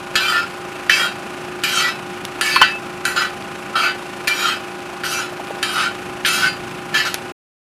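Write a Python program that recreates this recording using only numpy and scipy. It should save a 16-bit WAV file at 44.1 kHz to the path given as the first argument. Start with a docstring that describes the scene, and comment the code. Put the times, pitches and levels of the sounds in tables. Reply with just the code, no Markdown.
"""A metal skimmer is pushed through coffee beans roasting on a steel griddle outdoors, about every 0.7 s.
Each stroke lands with a clank; friction then drives the modes of the steel, which grates and squeals.
The beans sizzle, rattle when pushed and crack in the heat. A small engine fires periodically nearby,
humming over a low rumble. Everything stops abruptly near the end."""
import sys
import numpy as np
from scipy import signal
from scipy.fft import rfft, irfft, next_fast_len
from scipy.io import wavfile

SR = 44100
rng = np.random.default_rng(int(sys.argv[2]) if len(sys.argv) > 2 else 0)


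def store_pcm(level_fs):
    """Save levels as 16-bit WAV."""
    pcm = np.round(np.clip(level_fs, -1, 1) * 32767).astype(np.int16)
    wavfile.write(sys.argv[1], SR, np.atleast_2d(pcm).T)


N = 339129
TIME = np.arange(N) / SR

# Strokes of the skimmer. Each row: start and length in seconds, drag and final push in dB,
# middle and top register relative to the low in dB, chatter pitch before and after its sag in Hz.
STROKES = [ (0.156, 0.25, -24.5, -27, 0.5, -10, 1600, 1370),
           (0.897, 0.17, -22.5, -25, -2, -6.5, 1700, 1445), (1.637, 0.25, -25, -25.5, 2, -5, 1760, 1407),
           (2.412, 0.2, -25.5, -28, -1, -6, 1810, 1660), (2.617, 0.072, -25.5, -32, -1, -13, 1520, 1660),
           (3.053, 0.07, -23, -35, -9.5, -4, 1510, 1500),
           (3.160, 0.097, -26, -20.5, -4.5, -9.5, 1500, 1340),
           (3.755, 0.14, -23.5, -25.5, -2.5, -13, 1400, 1340), (4.275, 0.26, -27, -22, 0, -7, 1530, 1420),
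           (5.038, 0.2, -29.5, -29, 0.5, -2.5, 1470, 1440),
           (5.627, 0.24, -26, -22.5, -1.5, -10, 1740, 1360), (6.250, 0.23, -23, -31.5, .5, -4, 1450, 1427),
           (6.944, 0.079, -23.5, -30.5, 1, -3.5, 1700, 1686),
           (7.050, 0.064, -32, -27.5, -2.5, -3, 1650, 1477)]
def strokes(dig_db=-1, settle_s=0.03, push_lead_s=0.054, push_width_s=0.063, lift_db_per_s=260.5,
            pickup_s=0.07, slowing_s=0.12, sag_s=0.14, recover_hz_per_s=1800):
    """Sliding friction grows with load and speed. Returns three register gains and the chatter pitch."""
    gains, chatter_hz = np.zeros((3, N)), np.full(N, float(STROKES[0][-2]))
    age = TIME[:SR // 2]
    starting_db, slowing_db = [-0.5, 0.5, -4.5], [-1, -5, -12.5]  # slow sliding is duller
    for s, length, drag_db, push_db, middle_db, top_db, start_hz, end_hz in STROKES:
        drag = amp(drag_db) * (1 + amp(dig_db) * np.exp(-age / settle_s))  # the rim digs in, then settles
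        push = amp(push_db) * np.exp(-((age - length + push_lead_s) / push_width_s) ** 2)
        lift = amp(-lift_db_per_s * np.maximum(age - length, 0))
        starting = np.clip(1 - age / pickup_s, 0, 1)
        slowing = np.clip(1 + (age - length) / slowing_s, 0, 1)
        for gain, db, start_db, dull_db in zip(gains, (0, middle_db, top_db), starting_db, slowing_db):
            add(gain, s, (drag + push) * lift * amp(db + start_db * starting + dull_db * slowing))
        sag = np.interp(age, [0, min(sag_s, length)], [start_hz, end_hz])  # the skimmer tilts
        recovery = recover_hz_per_s * np.maximum(age - length + push_lead_s, 0)  # the rim is unloaded
        first = int(s * SR)
        chatter_hz[first:first + len(age)] = sag + recovery
    return gains * amp(drift(35)), chatter_hz  # beans slip under the rim


# The low, middle and top register of the grating. Each row: lower and upper edge in Hz.
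REGISTERS = [(700, 2200), (2200, 5400), (5400, 16000)]
# Main modes of skimmer and griddle. Each row: frequency in Hz, relative level in dB, t60 in seconds.
STEEL_MODES = [(1270, -4, .06), (1325, -2, .07), (1418, 1, .08), (1508, -1, .13), (1560, -7, .2),
               (1749, 2, .18), (1785, -2, .13), (1948, -1, .18), (2125, -10, .13), (2282, -7, .16),
               (2363, -2, .2), (2627, -1, .28), (2734, -5, .13), (2918, -4, .2), (3047, -3, .2),
               (3149, -4, .14), (3209, -6, .15), (3784, -7, .2), (3865, -8, .15), (3979, -7, .22),
               (4231, -7, .18), (4678, -8, .2), (4760, -6, .17), (5162, -9, .16), (5900, -7, .1),
               (6766, -9, .18), (7159, -10, .16), (8080, -12, .14), (9492, -7, .14), (11956, -12, .1)]
def grate(drives, chatter_hz, register_db=(-17, -11, -6), wander_db=4, chatter_db=9, width_hz=130):
    """Forced resonance: the rim's tiny blows drive the main modes, with a boost near the chatter pitch."""
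    out = np.zeros(N)
    for hz, db, t60 in STEEL_MODES:
        near_chatter = np.exp(-((hz - chatter_hz) / width_hz) ** 2)
        register = sum(hz > top for _, top in REGISTERS)
        coupling = amp(db + register_db[register] + wander_db * drift(13) + chatter_db * near_chatter)
        out += resonator(drives[register] * coupling, hz, t60) / np.sqrt(np.sum(decay(t60) ** 2) / 2)
    return out


# Spectrum of the steel's dense, weaker modes. Each row: frequency in Hz, relative level in dB.
DENSE_MODES = [(500, -30.5), (900, -29), (1150, -16.5), (1350, 15), (1650, -10), (2050, -4), (2500, -2.5),
               (3200, 1.5), (3550, -7.5), (4400, -4.5), (5200, -15), (8000, -19.5), (12500, -24.5),
               (15000, -41.5)]
def rasp(drives, register_db=(-9, -4.5, 0), t60=0.11, patchy_db=8.5):
    """Modal coupling depends on position: each spot the rim passes rings a different mix of weak modes."""
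    out = np.zeros(N)
    hop = SR // 12
    window = np.sin(np.pi * np.arange(2 * hop) / (2 * hop))
    bands = [signal.butter(4, edges, "band", fs=SR, output="sos") for edges in REGISTERS]
    for start in range(0, N - 2 * hop, hop):
        forces = drives[:, start:start + 2 * hop] * window
        if forces.any():
            spot = burst(DENSE_MODES, t60, patchy_db)[:2 * hop]
            for force, band, db in zip(forces, bands, register_db):
                response = signal.sosfilt(band, spot)
                response /= np.linalg.norm(response)
                add(out, start / SR, amp(db) * signal.fftconvolve(force, response))
    return out


def chatter(drive, hz, width_hz=260, gain_db=-10, below_hz=80):
    """Broad resonance: the rim judders in a gliding band just below the chatter pitch."""
    carrier = np.exp(2j * np.pi * np.cumsum(hz - below_hz) / SR)
    lowpass = signal.butter(2, width_hz / 2, fs=SR, output="sos")
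    band = (signal.sosfilt(lowpass, drive / carrier) * carrier).real
    return amp(gain_db) * band * np.sqrt(2 * SR / width_hz)


# Squeals of the rim. Each row: midpoint and nominal length in seconds, frequency in Hz, level in dB.
SQUEALS = [ (0.248, .097, 2376, -28), (0.296, 0.07, 3080, -25), (0.357, 0.091, 1771, -22.5),
           (0.385, 0.12, 1398, -22), (0.938, .07, 2630, -16.5), (0.947, .09, 4730, -27.5),
           (1.83, 0.091, 4720, -35), (1.853, .10, 1948, -23), (2.52, 0.1, 4720, -27.5),
           (2.64, 0.047, 1515, -17), (2.687, .17, 2620, -25.5), (3.09, 0.035, 1504, -31),
           (3.782, .065, 1327, -19), (4.308, .06, 2365, -22.5), (4.465, .06, 1372, -21.5),
           (4.50, .05, 3170, -27), (5.14, 0.14, 5900, -31), (6.968, 0.048, 1749, -14.5)]
def squeals(rough_db=4.0, jitter=0.0024):
    """Stick-slip oscillation: the rim locks to one mode, whose unsteady tone swells and dies."""
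    out = np.zeros(N)
    roughness, sway = amp(rough_db * drift(66)), 1 + jitter * drift(60)
    for s, length, hz, db in SQUEALS:
        span = slice(int((s - .7 * length) * SR), int((s + .7 * length) * SR))
        tone = np.sqrt(2) * np.sin(2 * np.pi * hz * np.cumsum(sway[span]) / SR)
        swell = np.sin(np.linspace(0, np.pi, len(tone)))
        out[span] += amp(db) * tone * roughness[span] * swell
    return out


# Landings of the skimmer. Each row: start in seconds, level in dB, clank pitch in Hz,
# clank share in dB, treble gain in dB, t60 of the dense modes in seconds.
LANDINGS = [ (0.1548, -9, 1520, -12, 5.5, 0.13), (0.895, -8.5, 1697, 8.5, -8, 0.14),
            (1.6364, -11, 1870, -15, 6, 0.053), (2.411, -10, 2220, -10, 6.5, 0.043),
            (2.5598, -7, 1060, 3, -24, 0.093), (2.6151, -3, 1000, 5.5, -12, 0.16),
            (3.0527, -14, 1520, 0, 6, 0.043), (4.2733, -15.5, 2400, 4, 6, .05),
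            (4.2777, -11.5, 2320, -16, 4, 0.075), (5.035, -17.5, 1690, -1, -5, 0.077),
            (5.628, -12.5, 1640, -8, 5, 0.045), (6.249, -10.5, 1650, -0.5, -12, 0.079),
            (6.942, -14.5, 1754, 4, -2, 0.11)]
def landings(strike_db=1, modes_db=-14, dense_db=-3, thud_db=-19):
    """Impact excitation: a sharp blow rings every mode, the rim clanks and the griddle thuds."""
    out = np.zeros(N)
    age = TIME[:SR // 2]
    rings = np.array([amp(db) * np.sin(2 * np.pi * hz * age) * decay(t60) for hz, db, t60 in STEEL_MODES])
    for s, db, hz, clank_db, treble_db, dense_t60 in LANDINGS:
        modes = amp(modes_db) * (rng.uniform(-1.7, 1.7, len(rings)) @ rings)
        strike = amp(strike_db) * burst(DENSE_MODES, t60=0.013)
        dense = amp(dense_db) * burst(DENSE_MODES, dense_t60, patchy_db=5)
        steel = colour(strike + modes + dense, [(3000, 0.00046), (8000, treble_db)])
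        clank = burst([(hz * .7, -40), (hz * .92, 0), (hz * 1.08, 0), (hz * 1.5, -40)], t60=0.047)
        thud = burst([(40, -5.5), (300, -1), (900, -9), (2000, -38.0)], t60=0.028)
        add(out, s, amp(db) * (steel + amp(clank_db) * clank + amp(thud_db) * thud))
    return out


# Soft taps. Each row: start in seconds, level in dB, pitch in Hz.
TAPS = [(5.322, -25, 700), (5.395, -23.5, 700), (5.505, -23, 603), (5.569, -24.5, 680)]
def taps(t60=0.058):
    """Heavy damping: a low band of noise dies quickly and is heard as a dull tap."""
    out = np.zeros(N)
    for s, db, hz in TAPS:
        add(out, s, amp(db) * burst([(hz / 4, -25), (hz * 0.84, 0), (hz * 1.34, 0), (hz * 3, -35)], t60))
    return out


# Spectra of the dry rattle and of a cracking shell. Each row: frequency in Hz, relative level in dB.
RATTLE_SPECTRUM = [(600, -11), (1500, 6.5), (3000, 11.5), (5000, 2.5), (7500, -5.5), (10000, 4.5),
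                   (12500, -9.5), (15000, -16.5)]
SHELL_SPECTRUM = [(200, -10), (900, 0), (3500, 0), (6000, -4), (9000, -8), (12500, -13), (15000, -22)]
# Beans cracking in the heat. Each row: start in seconds, level in dB.
CRACKS = [(0.481, -28), (0.845, -29), (2.2518, -10), (4.805, -24.5), (7.1429, -0.5)]
def beans(stirring, sizzle_db=-47, ticks_db=-50, stirred_db=-11, tail_db=-25):
    """Random impacts and brittle fracture: hot beans sizzle, tick, rattle when pushed and crack open."""
    sizzle = unit_rms(colour(rng.standard_normal(N), RATTLE_SPECTRUM)) * amp(sizzle_db + 1.2 * drift(17))
    clicks = impacts(per_s=450, spread_db=4)
    shells = signal.fftconvolve(clicks, burst(SHELL_SPECTRUM, t60=.004))[:N]
    ticks = unit_rms(colour(shells, RATTLE_SPECTRUM))
    out = sizzle + ticks * (amp(ticks_db + 1.2 * drift(6.7)) + amp(stirred_db) * stirring)
    for s, db in CRACKS:
        snap = burst(SHELL_SPECTRUM, t60=0.0045)
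        tail = amp(tail_db) * burst(RATTLE_SPECTRUM, t60=0.13)
        add(out, s, amp(db) * (snap + tail))
    return out


# Harmonics of the engine. Each row: multiple of the firing rate, level in dB.
ENGINE_HARMONICS = [(2, -62.5), (5, -52), (7, -48.5), (11, -52), (13, -37), (14, -47.5), (20, -52),
                    (29, -39.5), (37, -51.5), (38, -53.5), (44, -47), (53, -46)]
# Spectrum of its clatter. Each row: frequency in Hz, relative level in dB.
CLATTER_SPECTRUM = [(25, -36), (60, -26.5), (100, -13), (180, -13), (300, -3.5), (480, -6.5), (700, -2.5),
                    (900, -4.5), (1350, -3), (1700, -6.5), (2100, -10), (2550, -5.5), (3500, -18.5),
                    (8000, -23.5), (15000, -34.5)]
def engine(firing_hz=27.535, speed_drift=0.003, clatter_db=-37, rush_db=-34, throb=0.36, waver_db=1.5):
    """Periodic excitation gives harmonics: each firing repeats one clatter, with a fresh puff of noise."""
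    firings = np.cumsum(firing_hz * (1 + speed_drift * drift(8))) / SR
    hum = np.zeros(N)
    for harmonic, db in ENGINE_HARMONICS:
        peak = amp(db + waver_db * drift(9)) * np.sqrt(2)
        hum += peak * np.sin(2 * np.pi * (harmonic * firings + rng.random()))
    cycle = firings % 1
    puff = 1 + throb * np.cos(2 * np.pi * cycle) + 0.083 * np.cos(4 * np.pi * cycle)
    pattern = irfft(np.exp(2j * np.pi * rng.random(513)))  # one cycle of clatter
    repeated = np.interp(cycle * len(pattern), np.arange(len(pattern)), pattern)
    clatter = unit_rms(colour(repeated * puff, CLATTER_SPECTRUM))
    rush = unit_rms(colour(rng.standard_normal(N) * puff * amp(drift(13)), CLATTER_SPECTRUM))
    return hum + amp(clatter_db) * clatter + amp(rush_db) * rush


# Course of the rumble. Each row: time in seconds, relative level in dB.
RUMBLE_LEVELS = [(0, -38.5), (1.6, -35.5), (3.7, -36), (4.5, -39), (5.3, -36.5), (6.8, -32), (7.3, -38.5)]
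# Its spectrum. Each row: frequency in Hz, relative level in dB.
RUMBLE_SPECTRUM = [(30, -24), (60, -11.5), (110, -3), (190, 3.5), (260, 0), (400, -16.5), (1000, -56)]
def rumble(gain_db=-4):
    """Slow amplitude modulation: low noise swells and sinks under the hum."""
    s, db = np.transpose(RUMBLE_LEVELS)
    noise = unit_rms(colour(rng.standard_normal(N), RUMBLE_SPECTRUM))
    return noise * amp(np.interp(TIME, s, db) + gain_db)


def amp(db):
    """Amplitude ratio of a level in decibels."""
    return 10 ** (np.asarray(db) / 20)


def unit_rms(x):
    """Normalisation to unit power."""
    return x / np.sqrt(np.mean(x ** 2))


def colour(x, spectrum):
    """Minimum-phase filtering by (Hz, dB) points: causality keeps attacks sharp."""
    size = next_fast_len(len(x) + 4096, real=True) // 2 * 2
    hz, db = np.transpose(spectrum)
    bin_hz = np.arange(size // 2 + 1) * SR / size
    gain = amp(np.interp(np.log(bin_hz + 1), np.log(hz), db))
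    cepstrum = irfft(np.log(gain))
    cepstrum[1:size // 2] *= 2
    cepstrum[size // 2 + 1:] = 0
    return irfft(rfft(x, size) * np.exp(rfft(cepstrum)))[:len(x)]


def drift(per_s):
    """Linear interpolation of random values: a slow fluctuation of spread near 1."""
    points = rng.standard_normal(512)
    return np.interp(TIME * per_s, np.arange(len(points)), points)


def decay(t60):
    """Exponential damping, by 60 dB in t60 seconds."""
    return np.exp(-np.log(1000) * TIME[:SR // 2] / t60)


def resonator(x, hz, t60):
    """A damped oscillator; a unit impulse starts it at amplitude 1."""
    pole = np.exp((2j * np.pi * hz - np.log(1000) / t60) / SR)
    return signal.lfilter([0, pole.imag], [1, -2 * pole.real, abs(pole) ** 2], x)


def burst(spectrum, t60, patchy_db=0, patch_hz=45):
    """Modal overlap: many close modes of uneven strength, struck together, merge into decaying noise."""
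    bins = rfft(rng.standard_normal(SR // 2))
    strengths = rng.standard_normal(2048)
    bin_hz = 2 * np.arange(len(bins))
    bins *= amp(patchy_db * np.interp(bin_hz / patch_hz, np.arange(len(strengths)), strengths))
    return unit_rms(colour(irfft(bins), spectrum)) * decay(t60)


def impacts(per_s, spread_db):
    """A Poisson process of tiny blows, mostly weak, a few strong."""
    hits = (rng.random(N) < per_s / SR) * rng.standard_normal(N)
    return unit_rms(hits * amp(spread_db * np.minimum(rng.exponential(size=N), 4)))


def add(out, s, sound):
    """Superposition of a sound, starting at s seconds."""
    start = int(s * SR)
    out[start:start + len(sound)] += sound[:N - start]


def scene():
    """The sources superpose straight ahead, so both ears hear the same."""
    gains, chatter_hz = strokes()
    catches = gains * impacts(per_s=4000, spread_db=2.0)  # the rim catches on the rough steel
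    highpass = signal.butter(2, 600, "high", fs=SR, output="sos")  # keep bass out of the scraping
    drives = signal.sosfilt(highpass, catches)
    scraping = grate(drives, chatter_hz) + rasp(drives) + chatter(drives[0], chatter_hz) + squeals()
    mix = scraping + landings() + taps() + beans(stirring=gains[2]) + engine() + rumble()
    return np.array([mix, mix])


def record(dry, stop_s=7.322, fade_s=0.0039, top_hz=14950):
    """Clipping: the hardest blows overload the microphone; the sound is shut off and the top is cut."""
    gate = np.clip((stop_s - TIME) / fade_s, 0, 1)
    lowpass = signal.ellip(10, .2, 85, top_hz, fs=SR, output="sos")
    return signal.sosfilt(lowpass, np.clip(dry, -1, 1) * gate)


dry = scene()
out = record(dry)
store_pcm(out)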